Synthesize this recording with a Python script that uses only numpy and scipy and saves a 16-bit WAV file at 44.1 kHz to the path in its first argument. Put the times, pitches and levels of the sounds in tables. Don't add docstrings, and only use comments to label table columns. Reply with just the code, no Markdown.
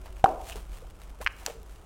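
import sys
import numpy as np
from scipy import signal
from scipy.fft import rfft, irfft
from scipy.io import wavfile
from scipy.ndimage import uniform_filter1d

SR = 44100
rng = np.random.default_rng(int(sys.argv[2]) if len(sys.argv) > 2 else 0)


def dump(signal):
    limited = np.clip(np.atleast_2d(signal).T, -1, 1)
    pcm = np.round(limited * 32767).astype(np.int16)
    wavfile.write(sys.argv[1], SR, pcm)


N = 81585

# start in seconds, settled pitch in Hz, level of the ring in dB,
# rise in seconds, decay in seconds, level of the air push in dB.
BULGE_POP = (0.2420, 788, 1, .0006, .0045, -5.5)
POP_START_HZ, POP_GLIDE_S = 600, .0018
PUSH_RISE_S, PUSH_FALL_S = .0006, .0002
POP_CRACK_DB, POP_CRACK_S = -11, .001
# pitch in Hz, level in dB relative to the main ring, decay in seconds.
CAVITY_MODES = [(330, -22, .003), (485, -17, .004), (1500, -9.5, .0014), (2250, -18, .001)]
# frequency in Hz, relative density in dB per Hz.
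CRACK_SPECTRUM = [(200, -5), (380, 2), (900, -3), (1200, 0), (1500, 6), (2000, 2), (2800, 0), (3600, -13),
                  (6000, -6), (9000, -21), (16000, -35)]
BLOW_HZ, BLOW_CYCLES, BLOW_DB = 700, .5, 4.5

# time in seconds, pitch in Hz, level in dB before radiation,
# after-ring in dB relative to that level and to SNAP_RING_DB, low cut in Hz.
SKIN_SNAPS = [(0.2601, 1060, -8.5, -14, 200), (1.2616, 1700, -31, 0, 900), (1.2643, 1900, -7.3, 0, 850),
              (1.2714, 2000, -21, 0, 800), (1.2727, 2000, -8, 1, 750), (1.2745, 1300, -23, 0, 700)]
SNAP_CYCLES, SNAP_RING_DB, SNAP_RING_S = .68, -10.5, .002
# frequency in Hz, gain in dB.
SKIN_RADIATION = [(2000, 0), (2500, 1), (3150, 5), (3600, -5), (4400, 1), (6000, 0)]
# frequency in Hz, relative density in dB per Hz.
SKIN_RING_SPECTRUM = [(200, -36), (700, -22), (1350, 2), (2100, -1), (3050, 4), (3600, -10), (4200, -2),
                      (5600, -9), (7200, -21), (16000, -42)]

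# start in seconds, level in dB, decay of its spray in seconds,
# spray in dB relative to that level.
SNAP_BACK = (1.4629, -13, .002, -2.5)
SMACK_RISE_S = .0001
# pitch in Hz, level in dB relative to the snap, decay in seconds.
RUBBER_MODES = [(930, -14, .0016), (1560, -13, .0013), (2600, -10.5, .0011), (4550, -5, .0007),
                (6050, -2, .0007), (7000, -11, .0006), (12500, -8, .0005)]
# frequency in Hz, relative density in dB per Hz.
UNSTICKING_SPECTRUM = [(150, -20), (700, -11), (1500, -10), (2750, -9), (3200, -21), (3550, -21),
                       (4050, -6), (5300, -4), (6200, 0), (7300, -1), (8200, -11), (10200, -17),
                       (12400, -11), (16000, -20)]

# start in seconds, initial pitch in Hz, level in dB, decay in seconds,
# glide in octaves per second.
AIR_POCKETS = [(0.5555, 410, -34, .009, 4), (0.822, 480, -39, .008, 10), (0.845, 720, -44, .007, 10),
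               (1.2035, 420, -34.5, .006, 55), (1.2085, 560, -32, .007, 20), (1.2145, 780, -33, .004, 20),
               (1.2255, 1000, -34.5, .005, 15), (1.481, 465, -41, .02, 0)]
GURGLE_RISE_S = .001

# start in seconds, level in dB before colouring, decay in seconds,
# brightness in dB per octave.
STICKY_CLICKS = [(0.059, -36, .003, -2), (0.1675, -38, .001, -2), (0.2915, -31, .001, -3),
                 (0.498, -25, .0005, 2.2), (0.5585, -30, .0005, 0), (0.7855, -35, .0004, 1.5),
                 (1.0172, -35.5, .0012, -.5), (1.0355, -40, .0006, 2), (1.2457, -40, .0003, 8),
                 (1.631, -40, .0005, 2)]
SCUFF_PER_S, SCUFF_SCATTER_DB, SCUFF_DB, SCUFF_DECAY_S = 110, 2.5, -65.5, .003

# peak in seconds, level in dB, rise in seconds,
# fall in seconds, brightness in dB per octave.
FIST_SLIDES = [(0.065, -54, .03, .04, -2), (0.2, -58, .04, .03, -1), (0.25, -50, .003, .08, -.5),
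               (0.415, -53, .02, .012, -1), (0.49, -44, .04, .035, .5), (0.528, -45, .012, .012, -.5),
               (0.561, -46, .008, .04, -.5), (0.76, -55, .07, .07, -.5), (1.04, -61, .06, .07, -.5),
               (1.215, -46.5, .004, .018, 0), (1.228, -49, .008, .02, 2.5), (1.41, -52, .05, .03, .5),
               (1.72, -59, .04, .08, 0), (1.485, -47, .03, .04, 0)]
# frequency in Hz, relative density in dB per Hz.
RUBBING_SPECTRUM = [(150, -8), (400, 0), (1300, 2), (1900, -2), (2900, 0), (3800, -4), (5000, -6),
                    (8500, -5), (12000, -9), (16000, -12)]
GRAIN_PER_S, GRAIN_SCATTER_DB, GRAIN_DB = 500, 4, 1

# peak in seconds, centre in Hz, width in Hz of each of two filter passes,
# level in dB, rise in seconds, fall in seconds.
STICK_SLIPS = [(0.062, 1200, 1300, -54, .004, .025), (0.07, 630, 120, -58, .05, .1),
               (0.502, 670, 200, -46, .012, .025), (0.514, 2680, 450, -44, .004, .008),
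               (0.527, 2850, 800, -40, .005, .005), (0.560, 500, 700, -43, .005, .02),
               (1.215, 1400, 1400, -40, .004, .008), (0.565, 200, 120, -52, .012, .025),
               (1.428, 800, 700, -51, .015, .012), (1.470, 1700, 1600, -44, .003, .009),
               (1.469, 850, 450, -41.5, .003, .01), (1.483, 500, 600, -39, .004, .008),
               (1.504, 490, 350, -40, .005, .009), (1.504, 2300, 1400, -48, .005, .005),
               (1.555, 455, 80, -53, .03, .05)]
SLIP_PER_S = 700

# peak in seconds, pitch in Hz, level in dB,
# rise in seconds, fall in seconds.
THIN_TONE = (0.11, 371, -54, .05, .12)

TABLE_ECHO_S, TABLE_ECHO_DB = .0064, -20
ROOM_DB, ROOM_T60_S, ROOM_DELAY_S, ROOM_BUILD_S, ROOM_DAMP_HZ = -15.5, .56, .010, .008, 5000
# frequency in Hz, gain in dB.
ROOM_RESPONSE = [(100, -12), (320, 2), (500, -1), (640, -2), (800, 0), (1020, 1.5), (1600, -6), (2200, -6),
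                 (2900, -4), (4000, -7), (8000, -6), (16000, -15)]
# pitch in Hz, level in dB, t60 in seconds.
ROOM_RESONANCES = [(484, -40, .4), (590, -41, .45), (655, -40, .55), (785, -39, .5), (792, -39, .5),
                   (912, -41, .5), (1010, -47, .55)]

# frequency in Hz, relative density in dB per Hz.
ROOM_NOISE_SPECTRUM = [(50, -6), (90, -4), (234, -11), (360, -9), (650, -12), (1300, -16), (1790, -25),
                       (3080, -28), (4450, -34), (8350, -32), (16000, -44)]
ROOM_NOISE_DB = -55.8
# frequency in Hz, relative density in dB per Hz.
RUMBLE_SPECTRUM = [(12, -12), (25, -2), (48, 0), (65, -8), (100, -17), (200, -35), (500, -70)]
RUMBLE_DB = -44.3
# frequency in Hz, mean level in dB before the level curve.
HUM_PARTIALS = [(48.5, -47), (181, -67), (365, -70)]
HUM_WAVER_DB = 2.5
# time in seconds, gain in dB.
LOW_LEVEL_CURVE = [(0.8, 0), (1.0, -2.5), (1.35, -2.5), (1.5, -5)]

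CLIP_LEVEL, TOP_HZ = .7, 16200


def undb(db):
    return 10 ** (np.asarray(db) / 20)


def unit(x):
    return x / np.sqrt(np.mean(x ** 2))


def since(start):
    return np.arange(N) / SR - start


def colour(x, points, tilt_db=0, size=4096):
    octave = np.log2(np.maximum(np.arange(size + 1) * SR / (2 * size), 1))
    p = np.array(points, float)
    db = np.interp(octave, np.log2(p[:, 0]), p[:, 1])
    db += tilt_db * np.maximum(octave - np.log2(2000), -2)
    cepstrum = irfft(np.log(undb(db)))
    cepstrum[1:size] *= 2
    cepstrum[size + 1:] = 0
    response = irfft(np.exp(rfft(cepstrum)))[:size]
    return signal.oaconvolve(x, response)[:N]


def noise(points, tilt_db=0):
    return unit(colour(rng.standard_normal(N), points, tilt_db))


def swell(at, rise, fall):
    t = since(at)
    return np.exp(np.minimum(t, 0) / rise - np.maximum(t, 0) / fall)


def ring(t, hz, rise, decay):
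    phase = 2 * np.pi * np.cumsum(hz * (t > 0)) / SR
    onset = 1 - np.exp(-(t / rise) ** 2)
    return np.sin(phase) * onset * np.exp(-t / decay)


def burst(at, decay):
    return rng.choice([-1., 1.], N) * (since(at) >= 0) * swell(at, decay, decay)


def sparks(rate, scatter_db):
    happens = rng.random(N) < rate / SR
    size = undb(scatter_db * rng.standard_normal(N))
    return unit(happens * rng.choice([-1., 1.], N) * size)


def flick(at, hz, length):
    cycles = since(at) * hz
    return np.sin(2 * np.pi * cycles) * np.exp(-(cycles / length) ** 2)


def walk(rate):
    k = int(SR / rate)
    steps = np.repeat(rng.standard_normal(N // k + 1), k)
    return unit(uniform_filter1d(uniform_filter1d(steps, k), k)[:N])


def pop():
    at, hz, db, rise, decay, push_db = BULGE_POP
    t = np.maximum(since(at), 0)
    pitch = hz + (POP_START_HZ - hz) * np.exp(-t / POP_GLIDE_S)
    cavity = ring(t, pitch, rise, decay)
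    for mode_hz, mode_db, mode_decay in CAVITY_MODES:
        cavity += undb(mode_db) * ring(t, mode_hz, rise, mode_decay)
    push = undb(push_db) * swell(at, PUSH_RISE_S, PUSH_FALL_S)
    crack = undb(POP_CRACK_DB) * colour(burst(at, POP_CRACK_S), CRACK_SPECTRUM)
    return undb(db) * cavity - push + crack


def snaps():
    flicks, shake = np.zeros(N), np.zeros(N)
    for at, hz, db, ring_db, cut_hz in SKIN_SNAPS:
        low_cut = signal.butter(3, cut_hz, "high", fs=SR, output="sos")
        flicks += undb(db) * signal.sosfilt(low_cut, flick(at, hz, SNAP_CYCLES))
        shake += undb(db + ring_db) * burst(at, SNAP_RING_S)
    return colour(flicks, SKIN_RADIATION) + undb(SNAP_RING_DB) * colour(shake, SKIN_RING_SPECTRUM)


def smack():
    at, db, decay, spray_db = SNAP_BACK
    t = np.maximum(since(at), 0)
    modes = sum(undb(mode_db) * ring(t, hz, SMACK_RISE_S, fall) for hz, mode_db, fall in RUBBER_MODES)
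    spray = undb(spray_db) * colour(burst(at, decay), UNSTICKING_SPECTRUM)
    return undb(db) * (modes + spray)


def gurgles():
    out = np.zeros(N)
    for at, hz, db, decay, glide in AIR_POCKETS:
        t = np.maximum(since(at), 0)
        pitch = hz * 2 ** np.minimum(glide * t, 1)
        out += undb(db) * ring(t, pitch, GURGLE_RISE_S, decay)
    return out


def clicks():
    tears = sum(undb(db) * colour(burst(at, decay), RUBBING_SPECTRUM, tilt)
                for at, db, decay, tilt in STICKY_CLICKS)
    contacts = np.abs(sparks(SCUFF_PER_S, SCUFF_SCATTER_DB))
    touch = signal.lfilter([1], [1, -np.exp(-1 / (SCUFF_DECAY_S * SR))], contacts)
    return tears + undb(SCUFF_DB) * unit(touch) * noise(RUBBING_SPECTRUM)


def slides():
    out = np.zeros(N)
    for at, db, rise, fall, tilt in FIST_SLIDES:
        rub = rng.standard_normal(N) + undb(GRAIN_DB) * sparks(GRAIN_PER_S, GRAIN_SCATTER_DB)
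        out += undb(db) * swell(at, rise, fall) * unit(colour(rub, RUBBING_SPECTRUM, tilt))
    return out


def squelches():
    out = np.zeros(N)
    for at, hz, width, db, rise, fall in STICK_SLIPS:
        b, a = signal.iirpeak(hz, hz / width, fs=SR)
        slips = sparks(SLIP_PER_S, scatter_db=3)
        body = signal.lfilter(b, a, signal.lfilter(b, a, slips))
        out += undb(db) * swell(at, rise, fall) * unit(body)
    return out


def tone():
    at, hz, db, rise, fall = THIN_TONE
    return undb(db) * swell(at, rise, fall) * np.sin(2 * np.pi * hz * since(0))


def room(x):
    t = np.maximum(since(ROOM_DELAY_S), 0)
    hiss = rng.standard_normal(N)
    low = signal.sosfilt(signal.butter(2, ROOM_DAMP_HZ, fs=SR, output="sos"), hiss)
    high = signal.sosfilt(signal.butter(2, ROOM_DAMP_HZ, "high", fs=SR, output="sos"), hiss)
    fade = np.exp(-np.log(1000) * t / ROOM_T60_S)
    shape = fade * (1 - np.exp(-t / ROOM_BUILD_S))
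    tail = colour((low - high * fade) * shape, ROOM_RESPONSE) / np.sqrt(np.sum(shape ** 2))
    return undb(ROOM_DB) * signal.fftconvolve(x, tail)[:N]


def room_ring():
    t = np.maximum(since(BULGE_POP[0] + ROOM_DELAY_S), 0)
    return sum(undb(db) * ring(t, hz, ROOM_BUILD_S, t60 / np.log(1000)) for hz, db, t60 in ROOM_RESONANCES)


def background():
    hum = np.zeros(N)
    for hz, db in HUM_PARTIALS:
        level = undb(db + HUM_WAVER_DB * walk(9))
        phase = 2 * np.pi * hz * since(0) + .7 * walk(6)
        hum += level * np.sqrt(2) * np.sin(phase)
    low = undb(RUMBLE_DB) * noise(RUMBLE_SPECTRUM) + hum
    low_level = undb(np.interp(since(0), *np.array(LOW_LEVEL_CURVE).T))
    return undb(ROOM_NOISE_DB) * noise(ROOM_NOISE_SPECTRUM) + low * low_level


def scene():
    toy = pop() + snaps() + smack() + gurgles() + clicks() + slides() + squelches() + tone()
    echo = undb(TABLE_ECHO_DB) * np.interp(since(TABLE_ECHO_S), since(0), toy, left=0)
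    blow = undb(BLOW_DB) * flick(BULGE_POP[0], BLOW_HZ, BLOW_CYCLES)
    return (toy + echo + room(toy + blow) + room_ring() + background())[None]


def record(dry):
    clipped = np.clip(dry, -CLIP_LEVEL, CLIP_LEVEL)
    low_pass = signal.ellip(10, .1, 90, TOP_HZ, fs=SR, output="sos")
    return signal.sosfilt(low_pass, clipped)


dry = scene()
out = record(dry)
dump(out)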